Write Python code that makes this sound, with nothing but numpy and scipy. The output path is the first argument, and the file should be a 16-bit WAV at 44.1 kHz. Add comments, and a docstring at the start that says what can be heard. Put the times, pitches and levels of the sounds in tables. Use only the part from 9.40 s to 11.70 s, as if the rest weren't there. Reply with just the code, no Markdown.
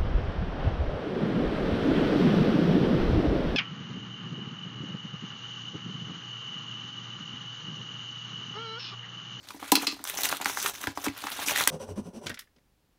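"""Opening a paper mailer at a desk

Hands tear open a paper mailer on a wooden desk in a small quiet room. Paper rustles and rips as dense
filtered clicks and snaps at its creases as sinking, noisy pops; packet and fingers knock the hollow desk
top, a bank of damped modes. A plastic knife drops on the desk and bounces: cracks, ringing modes, chatter."""
import sys
import numpy as np
from scipy import signal
from scipy.io import wavfile

SR = 44100
rng = np.random.default_rng(int(sys.argv[2]) if len(sys.argv) > 2 else 0)


def put_to_file(sound):
    """Save the sound as 16-bit audio at rate SR, in the file named by the first command-line argument."""
    columns = np.atleast_2d(sound).T  # one column per channel
    safe = np.clip(columns, -1, 1)
    whole_steps = np.round(safe * 32767)
    wavfile.write(sys.argv[1], SR, whole_steps.astype(np.int16))


N = 101518   # samples


def amp(db):
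    """Decibel law: level in dB to amplitude gain."""
    return 10 ** (np.asarray(db) / 20)


def rms_one(x):
    """Power normalisation: scale to rms 1."""
    return x / np.sqrt(np.mean(x ** 2) + 1e-20)


def drift(hz):
    """Low-passed noise: a smooth random wander of rms 1, by two equal poles at hz."""
    pole = np.exp(-2 * np.pi * hz / SR)
    settle = 9000   # samples dropped while the filter settles
    noise = rng.standard_normal(N + settle)
    return rms_one(signal.lfilter([1], [1, -2 * pole, pole * pole], noise)[settle:])


def ring(clicks, hz, t60):
    """Damped resonance: each unit click starts a sine that dies by 60 dB in t60 seconds."""
    radius = amp(-60 / (t60 * SR))
    angle = 2 * np.pi * hz / SR
    feedback = [1, -2 * radius * np.cos(angle), radius * radius]
    return signal.lfilter([0, np.sin(angle)], feedback, clicks + 1e-18)


def butter(x, hz, kind, order=2):
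    """Maximally flat filtering: a Butterworth filter."""
    return signal.sosfilt(signal.butter(order, hz, kind, fs=SR, output="sos"), x)


def colour(sources, spectrum, patch_db):
    """Spectral shaping: third-octave bands, each with its own level and flicker; rms 1."""
    hz, db = np.transpose(spectrum)
    edges = 25 * 2 ** np.arange(0, 9.5, 1 / 3)
    out = 0
    for k, (low, high) in enumerate(zip(edges, edges[1:])):
        if hz[0] <= high and low <= hz[-1]:
            centre = np.log(low * high) / 2   # log of the geometric mean
            level = np.interp(centre, np.log(hz), db)
            flicker = patch_db * drift(52.3) if patch_db else 0
            # neighbouring bands take different sources
            out = out + amp(level + flicker) * butter(sources[k % 2], [low, high], "band")
    return rms_one(out)


def add(out, start, sound):
    """Superposition: mix a sound in at a sample."""
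    out[start:start + len(sound)] += sound[:len(out) - start]


# spectrum of the quiet air: f/Hz, relative level per Hz/dB
AIR_SPECTRUM = [(15, -32), (25, -8), (123, -50), (206, 22), (2000, 11), (2760, 3.5), (3720, -23.5),
                (4030, 17.5), (16000, -6.5)]
AIR_DB, RUMBLE_DB = -64 + 4, -64   # rms
RUMBLE_BAND_HZ = [30, 120]


def quiet_air():
    """Stationary noise: a shaped hiss over a band of low rumble."""
    air = amp(AIR_DB) * colour(rng.standard_normal((2, N)), AIR_SPECTRUM, 0)
    rumble = rms_one(butter(rng.standard_normal(N), RUMBLE_BAND_HZ, "band"))
    return air + amp(RUMBLE_DB) * rumble


CRINKLES_PER_S, CRINKLE_SPREAD_DB = 400, 3
CRINKLE_CYCLES = 9.2   # cycles of ringing until 60 dB down


def crinkles():
    """Random excitation of resonators: small folds pop, each at one of 16 pitches; rms 1."""
    excess = np.minimum(rng.exponential(1, N), 4)
    sizes = amp(CRINKLE_SPREAD_DB * excess) * rng.choice([-1, 1], N)
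    born = rng.random(N) < CRINKLES_PER_S / SR
    dealt = rng.integers(0, 16, N)   # which pitch each fold gets
    pops = 0
    for k, hz in enumerate(np.geomspace(700, 9000, 16)):
        pops = pops + ring(sizes * born * (dealt == k), hz, CRINKLE_CYCLES / hz)
    return rms_one(pops)


# pulls on the paper, each a rub or a rip:
# start t/s, length/s, starting body level/dB, starting treble level/dB, swell over the pull/dB
PULLS = [(.025, 0.0274, -61, -66.5, 10.5), (0.069, 0.1046, -48, -47, -6), (0.193, 0.1086, -49, -50, 6),
         (0.371, 0.0625, -48.5, -49, 17.5), (0.52, 0.116, -47.5, -50, -9),
         (.642, 0.0507, -49.5, -44.5, 10.5), (0.678, 0.0854, -41, -40.5, 0.5),
         (0.769, 0.06, -36, -33.5, -0.5), (0.829, 0.0323, -31.5, -29.5, 4),
         (0.882, 0.0365, -40.5, -41.5, 4), (0.909, 0.0609, -30, -29.5, -10.5),
         (1.008, 0.0086, -39, -42.5, 5.5), (1.033, 0.039, -44.5, -45, 7), (1.053, 0.1113, -33.5, -30, -9.5),
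         (1.163, 0.1186, -40.5, -35, 7.5), (1.243, 0.0512, -32.5, -33, -6),
         (1.333, 0.072, -45, -42.5, -1.5), (1.402, 0.0374, -48, -45, 10.5),
         (1.464, 0.0496, -41.5, -46.5, -5), (1.55, 0.082, -50, -49, 6.5), (1.638, 0.013, -31, -26, -4.5),
         (1.656, 0.0633, -38, -43.5, -14), (1.713, 0.0405, -53, -57, 7), (1.762, 0.134, -41, -42.5, 0),
         (1.91, 0.0219, -39.5, -39, 3.5), (1.938, 0.099, -44.5, -45.5, 13.5),
         (2.057, 0.0192, -43.5, -36.5, 11.5), (2.073, 0.0403, -31.5, -30, 4),
         (2.122, 0.0328, -37.5, -41.5, 8), (2.166, 0.0565, -29, -28, 2), (2.245, 0.078, -37, -34.5, -9),
         (2.27, 0.0414, -29.5, -36.5, -3.5)]
# spectrum of the paper's body before the split: f/Hz, relative level per Hz/dB
BODY = [(88, -79.5), (150, -43.5), (290, 0), (352, -4), (598, -11.5), (969, -0.5), (1470, 3), (2270, 0.5),
        (7000, 6.5), (9100, -33.5), (15400, -120)]
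# spectrum of the paper's treble before the split: f/Hz, relative level per Hz/dB
TREBLE = [(2650, -38), (4500, 19.5), (5680, 21.5), (8150, 7), (13900, -1), (16000, 8)]
SPLIT_HZ = 7660   # body below, treble above
GRAINS_PER_S, GRAIN_SPREAD_DB = 14000, 3.0   # rate in each of two streams
CLUMP_DB, CLUMP_HZ, PATCH_DB = 2.1, 140, 1.8   # rms wander of the grains, its corner, rms flicker per band
PULL_ATTACK_S, PULL_RELEASE_S = 0.00426, 0.0148   # linear rise, exponential time constant
CRINKLE_DB = -7.5   # relative to the body


def rustle():
    """Shot noise: fibres rub and break as dense, uneven, clumped clicks for as long as each pull lasts."""
    t = np.arange(N) / SR
    power = np.zeros((2, N))   # body, treble
    for start_s, length_s, body_db, treble_db, swell_db in PULLS:
        gone = np.clip(t - start_s, 0, length_s)
        attack = np.minimum(gone / PULL_ATTACK_S, 1)
        release = np.exp(-np.maximum(t - start_s - length_s, 0) / PULL_RELEASE_S)
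        level = amp([[body_db], [treble_db]] + swell_db * gone / length_s)
        power += (level * attack * release) ** 2
    excess = np.minimum(rng.exponential(1, (2, N)), 6)
    sizes = amp(GRAIN_SPREAD_DB * excess) * rng.choice([-1, 1], (2, N))
    born = rng.random((2, N)) < GRAINS_PER_S / SR
    grains = sizes * born * amp(CLUMP_DB * drift(CLUMP_HZ))
    body = rms_one(butter(colour(grains, BODY, PATCH_DB), SPLIT_HZ, "low"))
    treble = rms_one(butter(colour(grains, TREBLE, PATCH_DB), SPLIT_HZ, "high"))
    body = body + amp(CRINKLE_DB) * crinkles()
    return np.sqrt(power[0]) * body + np.sqrt(power[1]) * treble


SNAP_RISE_S, SNAP_EDGE_S = .0005, .0013   # time constants
SNAP_SAG_PER_S = 22   # the pitch sinks by twice this fraction of itself each second
SNAP_GLIDE_HZ, SNAP_GLIDE_S = 1800, .0006   # the pitch starts this much higher; time constant of its fall
SNAP_NARROWNESS, SNAP_NOISE = 1.5, 1.1   # of the noise band; noise peak against tone
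SNAP_TREBLE_HZ = 5500


def crack(start_s, db, hz, treble_db, length_s, noise):
    """Transient radiation: a noisy pop of falling pitch with a brief bright edge; start sample and sound."""
    t = np.arange(len(noise)) / SR
    rise = 1 - np.exp(-t / SNAP_RISE_S)
    fade = rise * np.exp(-2 * t / max(length_s, 5e-4))
    glide = SNAP_GLIDE_HZ * SNAP_GLIDE_S * (1 - np.exp(-t / SNAP_GLIDE_S))
    turns = hz * t * (1 - SNAP_SAG_PER_S * t) + glide
    tone = np.sin(2 * np.pi * turns) * (fade / fade.max()) ** 2
    band = [hz / (1 + 1 / SNAP_NARROWNESS), hz * (1 + 2 / SNAP_NARROWNESS)]
    hiss = butter(noise * fade, band, "band", order=1)
    body = tone + SNAP_NOISE * hiss / np.abs(hiss).max()
    edge = butter(noise * rise * np.exp(-t / SNAP_EDGE_S), SNAP_TREBLE_HZ, "high")
    pop = amp(db) * body / np.abs(body).max()
    return int(start_s * SR), pop + amp(treble_db) * edge / np.std(edge[:150])


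# creases that snap: t/s, pop peak level/dB, settling f/Hz, bright edge rms level/dB, fade length/s
SNAPS = [(0.087, -31.5, 3793, -62.5, 0.0068), (0.105, -26, 1244, -56.5, 0.009),
         (0.145, -48.5, 1410, -56, 0.0021), (0.201, -37.5, 1280, -49, 0.0064),
         (0.227, -24.5, 854, -49, 0.009), (0.243, -29.5, 990, -58.5, 0.0013),
         (0.592, -38, 1010, -73.5, 0.0089), (0.64, -30.5, 982, -29.5, 0.0065),
         (0.652, -24.5, 1045, -49.5, 0.00384), (0.674, -21.5, 3090, -36, 0.00266),
         (0.698, -22, 1959, -26.5, 0.0043), (0.75, -32, 3040, -35, 0.0022),
         (0.787, -23.5, 1660, -31.5, 0.0059), (0.808, -31, 1640, -27.5, 0.0049),
         (0.818, -35, 750, -29.5, 0.00142), (0.834, -15.5, 4028, -23.5, 0.0028),
         (0.843, -25, 2310, -31, 0.001), (0.854, -15.5, 2083, -23.5, 0.0066),
         (0.889, -19, 4670, -33.5, 0.0042), (0.894, -22.5, 1287, -26.5, 0.0049),
         (0.902, -24.5, 920, -45.5, 0.00237), (0.926, -11, 867, -52.5, 0.00242),
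         (0.969, -25.5, 3130, -33, 0.0035), (0.994, -35, 1060, -52.5, 0.0037),
         (1, -27.5, 886, -45.5, 0.0079), (1.013, -25.5, 690, -40.5, 0.0035),
         (1.015, -32.5, 1960, -34.5, 0.00136), (1.023, -27.5, 1018, -47, 0.009),
         (1.046, -17, 4270, -60, 0.00107), (1.058, -6.5, 935, -45, 0.00216),
         (1.097, -20, 904, -39.5, 0.009), (1.172, -15, 990, -54.5, 0.00824),
         (1.174, -36.5, 1106, -55.5, 0.0031), (1.227, -26, 3430, -26.5, 0.0032),
         (1.26, -14.5, 1210, -50.5, 0.00775), (1.268, -32, 1600, -41.5, 0.001),
         (1.297, -43, 1050, -32, 0.0023), (1.352, -31, 2030, -49.5, 0.0047),
         (1.439, -21.5, 1294, -61, 0.0082), (1.471, -14.5, 1611, -39, 0.00543),
         (1.574, -16.5, 723, -46, 0.0053), (1.643, -29, 647, -37, 0.0089),
         (1.658, -21.5, 1150, -37.5, 0.0048), (1.664, -17, 1033, -37, 0.0072),
         (1.683, -22, 1967, -51.5, 0.00293), (1.777, -36.5, 1480, -38.5, 0.001),
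         (1.82, -34.5, 4170, -42.5, 0.0031), (1.839, -21, 953, -45.5, 0.0046),
         (1.869, -20.5, 929, -50.5, 0.007), (1.884, -24.5, 1300, -59.5, 0.00445),
         (1.902, -28.5, 1325, -35.5, 0.0031), (1.918, -27, 3570, -40, 0.009),
         (2.031, -24, 1220, -52, 0.002), (2.084, -13.5, 2420, -31, 0.0049),
         (2.096, -13.5, 1015, -37.5, 0.0023), (2.11, -20, 685, -30.5, 0.00283),
         (2.159, -11.5, 1965, -33, 0.00757), (2.175, -13.5, 1950, -26, 0.00546),
         (2.208, -13, 932, -29.5, 0.00372), (2.238, -14.5, 3410, -43.5, 0.0025),
         (2.274, -7, 882, -23, 0.003), (2.275, -16.5, 1908, -11.5, 0.0077)]


def snaps():
    """Buckling instability: creases give way one at a time, each as a pop."""
    out = np.zeros(N)
    for row, noise in zip(SNAPS, rng.standard_normal((len(SNAPS), 1500))):
        add(out, *crack(*row, noise))
    return out


# knocks on the desk top: t/s, strike level/dB, upper-mode level relative to the strike/dB
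KNOCKS = [(0.145, -38.5, -4), (0.224, -37.5, -15), (0.322, -13.5, 2.5), (0.374, -24, -4),
          (0.424, -32.5, -8), (0.476, -30, -16), (0.528, -35, -8), (0.6, -41, -12), (0.857, -46.5, -16),
          (0.928, -36.5, -11.5), (1.004, -37.5, -2.5), (1.059, -35, 10), (1.44, -40, -12.5),
          (1.474, -27.5, -1), (1.576, -36, -15.5), (1.671, -21, -16), (1.841, -36, -7.5),
          (1.988, -38, -24.5), (2.074, -35, -17.5), (2.277, -33.5, -0.5)]
# low modes of the desk top: f/Hz, relative level/dB, 60 dB decay time t60/s
DESK_LOW = [(243, -10, 0.187), (278.46, -3.45, 0.1342), (308.14, -5, 0.0936), (424.6, -17.5, 0.107)]
# upper modes of the desk top: f/Hz, relative level/dB, 60 dB decay time t60/s
DESK_UPPER = [(775, -4, .045), (850, -3, .035), (975, -.1, .04), (1324, -16, .03), (1663, -14, .02)]
# fingers landing softly: t/s, strike level/dB, f/Hz
THUMPS = [(0.323, -47.5, 100), (1.063, -43, 100), (1.476, -26.5, 103.9), (1.577, -43, 100),
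          (1.686, -29.5, 98), (2.099, -62, 100)]
DESK_BAND_HZ = [254, 2160]
THUMP_T60_S, THUMP_SOFT_HZ = 0.0356, 200


def desk():
    """Modal superposition: knocks ring low and upper modes of the top; fingers add a dull thump."""
    low, upper, soft = np.zeros((3, N))
    for start_s, db, upper_db in KNOCKS:
        at = int(start_s * SR)
        low[at] = amp(db)
        upper[at - 60] = amp(db + upper_db)   # the upper modes start 60 samples earlier
    for start_s, db, hz in THUMPS:
        click = np.zeros(N)
        click[int(start_s * SR)] = amp(db)
        soft += ring(click, hz, THUMP_T60_S)
    rings = np.zeros(N)
    for hz, db, t60 in DESK_LOW:
        rings += amp(db) * ring(low, hz, t60)
    for k, (hz, db, t60) in enumerate(DESK_UPPER):
        rings += (-1) ** k * amp(db) * ring(upper, hz, t60)   # signs alternate
    return butter(rings, DESK_BAND_HZ, "band", order=3) + butter(soft, THUMP_SOFT_HZ, "low")


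# landings of the knife: t/s, first touch level/dB, delay of second touch/s, second touch level/dB,
# crack level before halving and filtering/dB
DROPS = [(0.3179, -27.5, .0012, -10.5, -8), (0.3536, -4, 0.001262, -6.5, -14),
         (0.4688, -9, .0028, -6.5, -23.5), (0.5132, -30, 0.00933, -25, -37)]
# modes of the knife: f/Hz, relative level/dB, 60 dB decay time t60/s
KNIFE_MODES = [(1220, -14, .02), (2050, -15, .015), (2650, -7, .016), (3100, -15, .012), (3400, -14, .012),
               (4097, -6, .02), (4330, -7, .014), (4700, -11, .01), (5110, -7, .016), (5650, -11, .01),
               (6290, -15, .01), (7200, -15, .008), (8400, -18, .006), (10500, -19, .005)]
KNIFE_RING_DB, KNIFE_LOW_CUT_HZ = -5, 366   # too small to radiate bass
CRACK_LOW_HZ, CRACK_S = 2040, 0.00377   # low cut, time constant
RATTLES_PER_S, RATTLE_DB, RATTLE_T60_S = 2500, -15, .15   # level relative to the second touch


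def knife():
    """Impact excitation: two touches per landing crack and strike the modes; then the loose blade chatters."""
    t = np.arange(N) / SR
    cracks, touches, chatter = np.zeros((3, N))
    for start_s, db, after_s, second_db, crack_db in DROPS:
        second_s = start_s + after_s
        touches[[int(start_s * SR), int(second_s * SR)]] = amp([db, second_db])
        decay_db = -60 * np.abs(t - start_s) / RATTLE_T60_S
        chatter += (t > start_s) * amp(second_db + RATTLE_DB + decay_db)
        for at in (start_s, second_s):
            cracks += (t > at) * amp(crack_db) * np.exp(-np.abs(t - at) / CRACK_S)
    out = butter(cracks * rng.standard_normal(N) / 2, CRACK_LOW_HZ, "high")
    hits = rng.random(N) < RATTLES_PER_S / SR
    for k, (hz, db, t60) in enumerate(KNIFE_MODES):
        strength = rng.standard_normal(N)   # every mode takes each blow differently
        blows = touches * amp(2 * strength) + chatter * hits * strength
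        out += (-1) ** k * amp(db + KNIFE_RING_DB) * ring(blows, hz, t60)
    return butter(out, KNIFE_LOW_CUT_HZ, "high")


ROOM_T60_S, ROOM_DB, WALL_CUT_HZ = 0.163, -18, 12230   # decay, gain on the echoes, low-pass on each round


def room(x):
    """Reverberation by recirculation: ten short feedback delays, duller on every round."""
    out = np.zeros(N)
    dull = np.exp(-2 * np.pi * WALL_CUT_HZ / SR)
    for k, lag in enumerate((np.geomspace(.005, .023, 10) * SR).astype(int)):
        loop, state = x.copy(), [0.]
        gain = amp(-60 * lag / SR / ROOM_T60_S)
        for i in range(lag, N, lag):
            back, state = signal.lfilter([gain * (1 - dull)], [1, -dull], loop[i - lag:i], zi=state)
            loop[i:i + lag] += back[:N - i]
        out += (loop - x) * (-1) ** k   # echoes only
    return out


def scene():
    """Linear superposition: paper, desk and knife with their room echoes, over the quiet air."""
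    near = rustle() + snaps() + desk() + knife()
    return (near + amp(ROOM_DB) * room(near) + quiet_air())[None]


MIC_LOW_CUT_HZ, CUTOFF_HZ = 53.6, 16200


def record(dry):
    """Band limitation: the microphone drops the lowest bass; a steep filter cuts the top."""
    thin = butter(dry, MIC_LOW_CUT_HZ, "high")
    return signal.sosfilt(signal.cheby2(16, 60, CUTOFF_HZ, fs=SR, output="sos"), thin)


dry = scene()
out = record(dry)
put_to_file(out)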